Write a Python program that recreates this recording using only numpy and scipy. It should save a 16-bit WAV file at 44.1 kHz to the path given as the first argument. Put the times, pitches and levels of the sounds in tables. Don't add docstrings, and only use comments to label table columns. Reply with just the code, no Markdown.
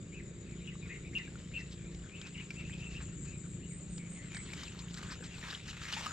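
import sys
import numpy as np
from scipy import signal
from scipy.fft import rfft, irfft, next_fast_len
from scipy.io import wavfile
from scipy.ndimage import uniform_filter1d

SR = 44100
rng = np.random.default_rng(int(sys.argv[2]) if len(sys.argv) > 2 else 0)


def store_wav(level_fs):
    pcm = np.round(np.clip(np.atleast_2d(level_fs), -1, 1) * 32767)
    wavfile.write(sys.argv[1], SR, pcm.T.astype(np.int16))


def magnitude_from_level(level_db):
    exponent = np.asarray(level_db, float) / 20
    return 10 ** exponent


N = 269936


def evened(x):
    return x / np.sqrt(np.mean(x ** 2) + 1e-20)


def read(points, hz):
    f, value = np.transpose(points)
    return np.interp(np.log(hz + 1), np.log(f + 1), value)


def curve(rows):
    s, *columns = np.transpose(rows)
    return [np.interp(np.arange(N) / SR, s, c) for c in columns]


def add(mix, s, sound):
    part = mix[..., round(s * SR):][..., :sound.shape[-1]]
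    part += sound[..., :part.shape[-1]]


def placed(x, pan_db):
    return x * magnitude_from_level(np.array([[pan_db / 2], [-pan_db / 2]]))


def drift(rate_hz, length):
    steps = int(length / SR * rate_hz) + 3
    return np.interp(np.arange(length) / SR * rate_hz, np.arange(steps), rng.standard_normal(steps))


def ring(x, hz, width):
    r = np.exp(-np.pi * width / SR)
    pole = r * np.exp(2j * np.pi * hz / SR)
    return 2 * signal.lfilter([(1 - r) ** 2], [1, -2 * pole, pole ** 2], x).real


def resonate(x, hz, width):
    turn = np.exp(2j * np.pi * np.cumsum(hz * np.ones(len(x))) / SR)
    r = np.exp(-np.pi * width / SR)
    return 2 * (turn * signal.lfilter([(1 - r) ** 2], [1, -2 * r, r * r], x / turn)).real


def outdoors(x, t60, start_s=0.0067):
    t = np.arange(SR // 2) / SR
    taps = rng.choice([-1., 1.], (2, len(t))) * (rng.random((2, len(t))) < .05)
    taps = taps * (t > start_s) * magnitude_from_level(-60 * t / t60)
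    return signal.fftconvolve(x[None], taps / np.linalg.norm(taps[0]), axes=1)[:, :N]


# pitch in Hz, left minus right in dB.
NOISE_LEAN = [(60, 2.5), (160, -0.5), (440, -0.5), (1200, 0.5), (3260, 3.5), (8850, -4)]


def hiss(colour, patchy_db, likeness):
    frames, hz = N // 256 + 5, np.fft.rfftfreq(1024, 1 / SR)
    a, b, c, d, patches = rng.standard_normal((frames, 513, 5)).T
    patches = evened(uniform_filter1d(uniform_filter1d(patches, size=12, axis=0), size=10, axis=1))
    same = np.clip(read(likeness, hz), 0, 1)[:, None]
    left = a + 1j * b
    right = same * left + np.sqrt(1 - same ** 2) * (c + 1j * d)
    right = right * magnitude_from_level(-read(NOISE_LEAN, hz))[:, None]
    z = np.array([left, right]) * magnitude_from_level(read(colour, hz)[:, None] + patchy_db * patches)
    return evened(signal.istft(z, nperseg=1024, noverlap=768)[1][:, :N])


def wing(gate, hz, width, strokes_hz):
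    stroke = .5 + .5 * np.cos(2 * np.pi * (np.arange(N) * strokes_hz / SR + rng.random()))
    return evened(ring(gate * (0.48 + stroke) * rng.standard_normal(N), hz, width))


# time in seconds, level in dB.
CHORUS_LEVEL = [
    (0, -61),
    (1.1, -60.5),
    (2.3, -59.5),
    (2.9, -59),
    (3.25, -54),
    (3.5, -59.5),
    (5.6, -61),
    (6.12, -54.5),
]
# wing pitch in Hz, ring width in Hz, chirps per second, level in dB,
# left minus right in dB.
CHORUS_SINGERS = [(6760, 210, 4.7, -4.5, 7.5), (6930, 210, 7.9, -3, 18.5), (7103, 130, 5.7, -3.5, 12),
                  (7200, 190, 8.6, -2.5, 11), (7360, 130, 19, -4.5, 16), (7556, 150, 6.8, -3, 11),
                  (7764, 130, 15, -10, 17), (7930, 130, 7.2, -21, -3), (8030, 78, 3.9, -15.5, 9.5)]
# time in seconds, level
# in dB.
MIDDLE_SINGERS_LEVEL = [(0, -1), (3.2, -1), (3.5, -0.5), (6.12, -3)]


def cricket_chorus():
    near, far = np.zeros((2, N)), np.zeros(N)
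    middle_db = curve(MIDDLE_SINGERS_LEVEL)[0]
    for hz, width, chirps, db, pan_db in CHORUS_SINGERS:
        beat = np.arange(N) * chirps / SR + rng.random() + 0.23 * drift(1.5, N)
        gate = np.clip(0.52 + 1.2 * np.sin(2 * np.pi * beat), .25, 1)
        fade_db = middle_db * (7080 < hz < 7500)
        level = magnitude_from_level(db + fade_db + 2.24 * drift(1.2, N))
        song = level * wing(gate, hz, width, rng.uniform(110, 145))
        near += placed(song, pan_db)
        far += song
    scale = magnitude_from_level(curve(CHORUS_LEVEL)[0] - 3.5) / np.std(far)
    return scale * (near + magnitude_from_level(-17.5) * outdoors(far, t60=0.29))


# time in seconds, level in dB.
NEAR_CRICKET_LEVEL = [(0, -84), (1.5, -79), (2.2, -69), (3.3, -66.5), (4.2, -65.5), (5.3, -64), (6.12, -86)]


def near_cricket():
    first_s, spacing_s, chirp_s = .045, .1393, .075
    since = (np.arange(N) / SR - first_s) % spacing_s
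    gate = np.clip(np.minimum(since, chirp_s - since) / 0.0095, 0, 1)
    song = magnitude_from_level(curve(NEAR_CRICKET_LEVEL)[0] - 2.5) * wing(gate, 7590, 150, 125)
    return placed(song, 16.0) + magnitude_from_level(-6.5) * outdoors(song, t60=0.16)


# time in seconds, level in dB.
LOW_INSECT_LEVEL = [(0, -76), (.5, -74), (1.4, -73), (2.2, -80), (3, -73.5), (4, -81), (6.12, -66)]


def low_insect():
    gate = magnitude_from_level(4.1 * drift(15, N))
    song = wing(gate, 3860, 190, 60) + magnitude_from_level(-1.5) * wing(gate, 3620, 150, 73)
    return placed(magnitude_from_level(curve(LOW_INSECT_LEVEL)[0]) * song, 1.8)


def bird_note(length, level_db, pitches, rough, buzz_hz, wobble_hz, width):
    t = np.arange(0, length, 1 / SR)
    hz = np.interp(t, np.linspace(0, length, len(pitches)), pitches)
    buzz = np.sin(2 * np.pi * buzz_hz * t + 0.49 * drift(55, len(t)))
    clear = np.sin(2 * np.pi * np.cumsum(hz + wobble_hz * buzz) / SR)
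    clear = clear * (1 - rough * buzz)
    breath = resonate(rng.standard_normal(len(t)), hz, width)
    voice = (1 - rough) * evened(clear) + rough * evened(breath)
    return magnitude_from_level(level_db) * evened(voice) * signal.windows.tukey(len(t), 0.34)


# start in seconds, length in seconds, level in dB,
# middle pitch in Hz, glide from start to end in Hz.
ARCHED_NOTES = [(.118, 0.071, -57, 2600, 405), (.13, 0.032, -63, 2950, 101),
                (.19, 0.032, -63.5, 2050, -200), (.172, 0.041, -55, 2400, -750),
                (.449, 0.12, -64.5, 2475, -500), (.6, 0.046, -62, 2450, 102), (.635, 0.028, -62, 2900, 102),
                (.655, .028, -61, 3230, 50), (.73, 0.023, -69, 2980, 203), (.81, 0.071, -57, 2446, -360),
                (.885, 0.099, -51.5, 2160, 252), (.893, 0.052, -52.5, 2570, -150),
                (.94, 0.026, -58, 2830, 51), (1.04, .06, -57.5, 2490, 130), (1.24, 0.044, -58, 2434, -150),
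                (2.1, 0.1, -57, 2640, 400), (2.145, 0.043, -58.5, 3000, 30), (2.215, 0.057, -55, 2610, 194),
                (2.338, 0.048, -55.5, 2740, -650), (2.375, 0.044, -51, 2970, -150),
                (2.39, 0.042, -54, 2480, 698), (2.555, 0.073, -53, 2757, 101),
                (2.63, 0.068, -56.5, 2740, 300), (2.698, .075, -55, 2590, 298),
                (2.724, 0.02, -54, 3290, 100), (2.79, 0.097, -52.5, 2750, 146), (2.889, .05, -57, 2740, 25),
                (2.94, 0.052, -51, 2785, 253), (3.055, 0.055, -65.5, 2760, 53),
                (3.249, 0.13, -60, 2616, -190), (3.601, 0.07, -63, 2820, 552),
                (4.41, 0.064, -72, 2280, 150), (5.245, .03, -66, 2800, 50), (5.278, 0.043, -64, 3400, -200),
                (5.3, 0.067, -57.5, 2780, -100)]
# start in seconds, length in seconds,
# level in dB, middle pitch in Hz, glide from start to end in Hz.
SCOOPED_NOTES = [(2.03, 0.057, -64, 1440, -48), (2.13, 0.098, -66, 2290, 47),
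                 (2.35, 0.058, -57.5, 2150, 50), (2.59, 0.047, -57, 2220, 30), (1.76, 0.16, -65, 2305, 6),
                 (3.43, 0.047, -66, 1367, -510), (3.7, 0.078, -65.5, 1950, -410),
                 (3.98, .1, -60.5, 2167, -92), (4.15, 0.11, -59.5, 1990, -100),
                 (4.335, .085, -53.5, 2120, -150)]
# main note's start in seconds, its length in seconds, level in dB,
# pitch in Hz.
NEAR_CALLS = [
    (0.672, 0.033, -49, 2786),
    (1.149, 0.037, -37, 2797),
    (1.535, .053, -41.5, 2730),
]
MAIN_NOTE_SAG = (39.8, 0, 90)


def reed_notes():
    notes = []
    for rows, bend in ((ARCHED_NOTES, 190.8), (SCOOPED_NOTES, -230)):
        for s, length, db, hz, glide in rows:
            notes.append((s, length, db, (hz - bend - glide / 2, hz, hz - bend + glide / 2)))
    lead_s, tail_s = 0.021, 0.047
    for s, length, db, hz in NEAR_CALLS:
        notes.append((s - lead_s, lead_s, db - 18, (1920, 2120, 2220)))
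        notes.append((s, length, db, hz - np.array(MAIN_NOTE_SAG)))
        notes.append((s + 0.85 * length, tail_s, db - 13, (2282, 1990, 1960)))
    return notes


def reed_birds():
    reed = np.zeros(N)
    for s, length, db, pitches in reed_notes():
        rough = np.clip(0.37 + 0.011 * (-39 - db), 0, .9)
        add(reed, s, bird_note(length, db, pitches, rough, buzz_hz=201.2, wobble_hz=75.5, width=340))
    return placed(reed, 5.4) + magnitude_from_level(-6.5) * outdoors(reed, t60=.3)


# start in seconds, level in dB, starting pitch in Hz, length in seconds,
# depth of the fall (1 = the full shape below).
WHISTLES = [
    (3.437, -68, 8750, 0.096, 0.63),
    (3.677, -58.5, 8870, 0.12, 1.02),
    (3.891, -57.5, 8870, 0.1, 1.17),
    (4.085, -58, 9170, .1, 1.5),
    (4.329, -55.5, 8610, 0.13, 0.97),
]
WHISTLE_FALL = (0, 480, 580, 620, 660, 720, 800, 1000)


def falling_whistle():
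    thin = np.zeros(N)
    for s, db, hz, length, depth in WHISTLES:
        pitches = hz - depth * np.array(WHISTLE_FALL)
        add(thin, s, bird_note(length, db, pitches, rough=0.3, buzz_hz=92.5, wobble_hz=45, width=240))
    return placed(thin, -4.0) + magnitude_from_level(np.array([[-4], [0.5]])) * outdoors(thin, t60=0.49)


# pitch in Hz, width in Hz, level in dB.
REEL_BODY = [(3570, 2680, -2.5), (4780, 4300, -4), (9200, 4000, -31), (12800, 3000, -25.5)]


def reel_body(bright, dull):
    high = sum(magnitude_from_level(db) * ring(bright, hz, w) for hz, w, db in REEL_BODY)
    near = magnitude_from_level(2.0) * high + magnitude_from_level(6.5) * ring(dull, 1710, 1270)
    return placed(near, 1.8) + magnitude_from_level(-11.5) * outdoors(near, t60=0.017, start_s=0.00047)


# start in seconds, peak in dB, low part in dB against the peak.
REEL_TICKS = [(0.51, -52, -9), (1.1823, -41.5, -18), (1.712, -52, -15), (1.946, -45, -17), (2.214, -40, -4),
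              (2.2694, -42.5, -29), (2.5057, -40, -3), (2.696, -58.5, 18), (2.966, -49, -5),
              (3.9797, -42, -10), (4.346, -37.5, 1.5), (4.3672, -35.5, 2), (4.535, -37.5, 0),
              (4.6348, -36, -8), (4.681, -43.5, -14), (4.8, -53, -26), (4.908, -44, -21), (4.942, -40, -20),
              (4.99, -47, 1), (5.027, -45.5, 2), (5.119, -40, 1), (5.241, -42, -11), (5.5045, -42, -23),
              (5.531, -51.5, 13), (5.679, -41, -10), (5.813, -49, -21), (5.8847, -39, 2),
              (5.925, -29.5, -4), (5.976, -56, 15), (6.059, -42, 5)]


def reel_ticks():
    bright, dull, t = np.zeros(N), np.zeros(N), np.arange(2000) / SR
    for s, db, low_db in REEL_TICKS:
        fade_db = 26 * t / 0.014
        burst = rng.standard_normal(2000) * magnitude_from_level(db - fade_db) * np.minimum(t / 0.0005, 1)
        burst[8] += 2.8 * magnitude_from_level(db)
        add(bright, s, burst)
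        add(dull, s, magnitude_from_level(low_db) * burst)
    return reel_body(bright, dull)


# middle in seconds, level in dB,
# low part in dB against the level, length in seconds.
LINE_SCRAPES = [(1.593, -54, -23, 0.051), (1.723, -54, -24, 0.04), (2.266, -56, 4.5, 0.044),
                (2.925, -57, -7, 0.072), (3.02, -61.5, 7.5, 0.066), (4.591, -53, -8, 0.096),
                (4.796, -53.5, -7, 0.039), (4.975, -51, -13, 0.042), (5.122, -50.5, 2, 0.054),
                (5.247, -52.5, -2, .05), (5.521, -55, -1, 0.081), (5.691, -47, -15, 0.033),
                (5.836, -47, -18, 0.031), (5.943, -44, -4.5, 0.024)]


def line_scrapes():
    bright, dull = np.zeros(N), np.zeros(N)
    for s, db, low_db, length in LINE_SCRAPES:
        shape = np.hanning(round(1.62 * length * SR))
        burst = rng.standard_normal(len(shape)) * shape * magnitude_from_level(db + 3.5 + 2.9 * drift(285, len(shape)))
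        add(bright, s - 0.67 * length, burst)
        add(dull, s - 0.81 * length, magnitude_from_level(low_db) * burst)
    return reel_body(bright, dull)


# start in seconds, peak in dB, ringing pitch in Hz.
CRACKLES = [(4.3193, -58, 802), (4.3195, -31.5, 2320), (4.34, -32, 2550), (4.3457, -45, 2420),
            (4.367, -40, 2040), (4.4016, -43, 2220), (4.434, -45, 2220), (4.4656, -39, 3060),
            (4.487, -41, 2840), (4.5343, -28, 2340), (4.5747, -38, 2800), (4.5842, -35, 2070),
            (4.6181, -39, 3850), (4.6329, -35, 1210), (4.658, -36, 3490), (4.68, -42, 2710),
            (4.7239, -41, 2750), (4.7484, -38.5, 1320), (4.7917, -42, 4390), (4.7917, -42, 4390),
            (4.7917, -38, 4130), (4.8216, -35, 2370), (4.884, -33, 2960), (4.9429, -33, 3900),
            (4.976, -36, 1730), (4.984, -33, 1900), (5.0301, -32, 1220), (5.0344, -30, 2900),
            (5.0646, -44, 6850), (5.0884, -36, 1560), (5.118, -32, 4790), (5.119, -35, 1060),
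            (5.1604, -38, 1370), (5.1923, -42, 1610), (5.2098, -37, 1610), (5.2262, -37, 1550),
            (5.2322, -38, 1570), (5.2386, -36, 1570), (5.3135, -50, 2680), (5.3455, -47, 2490),
            (5.4288, -47, 1470), (5.4861, -42, 3530), (5.502, -35, 3840), (5.528, -35, 1930),
            (5.643, -48, 1340), (5.666, -44, 1840), (5.669, -45, 1240), (5.6803, -37, 1700),
            (5.732, -37, 1690), (5.7698, -33, 2050), (5.8079, -43, 2330), (5.8309, -52, 802),
            (5.8309, -36, 3250), (5.854, -37, 2600), (5.8847, -38, 1810), (5.927, -29, 3430),
            (5.9368, -24, 3060), (6.009, -30, 915), (6.0618, -25.5, 1250), (6.1093, -31, 1400)]


def crackles():
    out, t = np.zeros(N), np.arange(600) / SR
    for s, db, hz in CRACKLES:
        snap = np.sin(2 * np.pi * hz * t) + 0.31 * rng.standard_normal(600)
        fade_db = 26 * t * hz / 8.4
        add(out, s, magnitude_from_level(db - 7.5 - fade_db) * snap)
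    return placed(out, 2.6) + magnitude_from_level(-11.5) * outdoors(out, t60=0.05, start_s=.001)


# middle in seconds, length in seconds, level in dB, pitch in Hz.
LINE_RUBS = [(4.59, 0.038, -56, 1900), (4.794, 0.022, -52.5, 4100), (5.095, 0.037, -53, 1440),
             (5.122, 0.024, -49.5, 1580), (5.125, 0.037, -58, 3820), (5.118, 0.031, -52, 4900),
             (5.237, 0.037, -57, 1540), (5.248, 0.027, -61, 3900), (5.361, .04, -59.5, 3660),
             (5.435, 0.032, -53, 1790), (5.506, 0.026, -47, 3940), (5.531, 0.027, -51, 1700),
             (5.549, 0.029, -45.5, 3320), (5.69, 0.031, -53, 1700), (5.89, 0.045, -49, 1890),
             (5.938, 0.018, -46.5, 4450), (5.831, 0.023, -52, 2980), (5.712, 0.019, -54.5, 3180),
             (4.48, 0.034, -55, 2920), (4.66, 0.017, -53, 3440), (4.698, .05, -60, 2520)]


def line_rubs():
    out = np.zeros(N)
    for s, length, db, hz in LINE_RUBS:
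        shape = np.hanning(round(1.38 * length * SR))
        grit = rng.standard_normal(len(shape)) * magnitude_from_level(4.3 * drift(290, len(shape)))
        add(out, s - 0.69 * length, magnitude_from_level(db) * shape * evened(ring(grit, hz, 0.33 * hz)))
    return placed(out, 2.4) + magnitude_from_level(-14) * outdoors(out, t60=.03, start_s=.001)


# start in seconds, peak in dB, bubble pitch in Hz,
# seconds to die by 60 dB.
DRIPS = [(0.754, -44, 1140, 0.015), (1.277, -46, 1610, 0.04), (.895, -44, 2600, 0.013),
         (2.214, -36, 3170, .015), (1.355, -42.5, 1390, 0.024), (2.505, -34.5, 2320, 0.046),
         (2.504, -40, 2650, .025), (5.6, -34, 2400, .006), (4.533, -32, 2270, 0.0091),
         (4.68, -36.5, 2630, 0.019), (5.205, -45, 460, 0.049), (5.934, -25, 2920, 0.017),
         (5.967, -38.5, 850, 0.094), (6.064, -29.5, 1200, 0.054), (6.108, -35, 1350, 0.027)]


def drips():
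    out, t = np.zeros(N), np.arange(4000) / SR
    for s, db, hz, t60 in DRIPS:
        rising_t = t + 2.0 * t ** 2 * 1100 / hz
        bubble = np.sin(2 * np.pi * hz * rising_t) * np.minimum(t / 0.0013, 1)
        add(out, s, magnitude_from_level(db - 60 * t / t60) * bubble)
    return placed(out, 3.4)


# time in seconds, level in dB.
RUSTLE_LEVEL = [(0, -67), (1.12, -57.5), (2.0, -59.5), (2.7, -55), (3.7, -63.5), (4.3, -56), (4.52, -47.5),
                (4.86, -54.5), (5.07, -49), (5.22, -57.5), (5.37, -48.5), (5.52, -43.5), (5.63, -53),
                (5.76, -48), (6.04, -38.5), (6.12, -45.5)]
# pitch in Hz, level in dB per Hz.
RUSTLE_COLOUR = [(300, -48), (500, -16), (800, -8), (1300, -0.5), (3000, 2), (5800, -10.5), (7500, -15),
                 (8600, -20), (10000, -23), (13000, -23.5), (15500, -29), (17000, -84)]
# pitch in Hz, likeness from 0 to 1.
RUSTLE_LIKENESS = [(500, 0.92), (2000, 0.91), (5000, 0.7), (10000, .3)]


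def rustle():
    level_db = curve(RUSTLE_LEVEL)[0]
    bright_db = 0.5 + 1.5 * drift(4.5, N)
    size = magnitude_from_level(3.2 * np.minimum(rng.exponential(1, N), 3.2))
    hits = size * (rng.random(N) < 1300 / SR)
    grains = signal.lfilter([1], [1, -np.exp(-1 / (0.00062 * SR))], hits)
    noise = hiss(RUSTLE_COLOUR, 2.73, RUSTLE_LIKENESS)
    leaves = evened(noise * (1.47 + grains) * magnitude_from_level(1.0 * drift(30, N)))
    top = signal.sosfilt(signal.butter(2, 4000, "high", fs=SR, output="sos"), leaves)
    return magnitude_from_level(level_db - 4.0) * (leaves + (magnitude_from_level(bright_db) - 1) * top)


# multiple of the firing rate, level in dB.
ENGINE_TONES = [(1, -31), (2, -5), (3, -25), (4, -3.5), (5, -0.5), (6, 4), (7, -6.5), (8, -24), (9, -34),
                (10, -9), (11, -23.5), (12, -7), (13, -14), (14, -12.5), (15, -29), (16, -16.5), (17, -34),
                (18, -26.5), (19, -33), (20, -26)]
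# time in seconds, level in dB,
# extra dB on the multiples above 7.
ENGINE_DRONE = [(0.0, -55, 7), (0.17, -46.5, 1), (0.37, -52, 5.3), (0.53, -46, 0.7), (1.76, -49.5, 1.3),
                (1.96, -45, 0.7), (1.99, -50.5, -1), (2.74, -45.5, -3.4), (4.14, -47, -3.5),
                (4.5, -52.5, 3), (4.53, -43.5, -3), (4.64, -54.5, 0.5), (4.82, -46, -5.5),
                (6.12, -56.5, -4)]
# time in seconds, level in dB.
RUMBLE_LEVEL = [(0, -51), (.4, -52), (.75, -50.5), (2.2, -53), (2.9, -50.5), (4.2, -51.5), (6.12, -54)]
# pitch in Hz, level in dB per Hz.
RUMBLE_COLOUR = [(20, -25), (35, -12.5), (62, 0), (100, -3.5), (170, -3.5), (260, -12.5), (450, -20),
                 (800, -54)]
# pitch in Hz, likeness from 0 to 1.
FAR_LIKENESS = [(60, 0.99), (140, 0.96), (320, 0.87), (730, 0.98), (1670, 0.24), (3850, 0.16), (8850, 0.78)]


def far_engine():
    turns = np.arange(N) * 172.3 / SR / 6
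    level_db, upper_db = curve(ENGINE_DRONE)
    tones = np.zeros(N)
    for k, db in ENGINE_TONES:
        level = magnitude_from_level(db + upper_db * (k > 7) + 1.9 * drift(2.64, N))
        tones += level * np.cos(2 * np.pi * k * turns + .4 * drift(2.97, N))
    chug = 1 + 0.13 * np.cos(2 * np.pi * turns)
    gusts_db = 1.0 * drift(7.0, N)
    rumble_level = magnitude_from_level(curve(RUMBLE_LEVEL)[0] + 2.5 + gusts_db)
    rumble = rumble_level * chug * hiss(RUMBLE_COLOUR, 0.99, FAR_LIKENESS)
    return magnitude_from_level(level_db - 1.5) * evened(tones) + rumble


def breeze():
    push = ring(rng.standard_normal(N), 60, 45) * magnitude_from_level(4.5 * drift(6.0, N))
    return placed(magnitude_from_level(-59) * evened(push), .8)


# pitch in Hz, level in dB per Hz.
AIR_COLOUR = [(290, -38.5), (500, 6.5), (856, -7.5), (2330, 0), (3330, -9.5), (3720, -5), (5910, -18),
              (6290, -11), (6770, -6.5), (7110, -14), (7840, -1.5), (8430, -27.5), (9300, -54),
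              (12100, -79.5), (20500, -120)]


def open_air():
    return magnitude_from_level(-63.5) * hiss(AIR_COLOUR, 2.66, FAR_LIKENESS)


def scene():
    insects = cricket_chorus() + near_cricket() + low_insect()
    birds = reed_birds() + falling_whistle()
    fishing = reel_ticks() + line_scrapes() + crackles() + line_rubs() + drips() + rustle()
    return insects + birds + fishing + far_engine() + breeze() + open_air()


# pitch in Hz, limit in dB per bin.
FAINTEST_KEPT = [(8200, -130), (8600, -116), (11800, -119), (12400, -111), (14500, -109), (16000, -104)]


def drop_faint(x):
    window = np.sin(np.pi * (np.arange(2048) + .5) / 2048)
    hz, _, z = signal.stft(x, SR, window, nperseg=2048, noverlap=1024)
    power = (abs(z) ** 2).mean(axis=0)
    bands = power[:1024].reshape(64, 16, -1).mean(axis=1).repeat(16, axis=0)
    masker = power[(hz > 7600) & (hz < 8600)].mean(axis=0)
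    hidden = magnitude_from_level(2 * -29.5) * masker * (hz > 8600)[:, None]
    limit = magnitude_from_level(2 * read(FAINTEST_KEPT, hz))[:, None] + hidden
    z[:, :1024] *= bands > limit[:1024]
    return signal.istft(z, SR, window, nperseg=2048, noverlap=1024)[1][:, :N]


def band_limit(x):
    return signal.sosfilt(signal.butter(12, 15800, fs=SR, output="sos"), x)


# pitch in Hz, level in dB.
OVERALL_COLOUR = [(20, 0.5), (8300, 0), (9000, -6), (12000, -10), (16000, -13.5)]
# pitch in Hz, lag in radians.
LEFT_LAG = [(60, 0.096), (300, 0.11), (800, 0.88), (2400, 0.74), (4300, 1.0), (6400, 1), (9000, 1)]


def record(dry):
    size = next_fast_len(N)
    hz = np.fft.rfftfreq(size, 1 / SR)
    lag = np.exp(-1j * np.outer([1, 0], read(LEFT_LAG, hz)))
    ports = irfft(rfft(dry, size) * lag * magnitude_from_level(read(OVERALL_COLOUR, hz)), size)[:, :N]
    cut = signal.sosfilt(signal.butter(2, 28, "high", fs=SR, output="sos"), ports)
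    return band_limit(drop_faint(cut))


dry = scene()
out = record(dry)
store_wav(out)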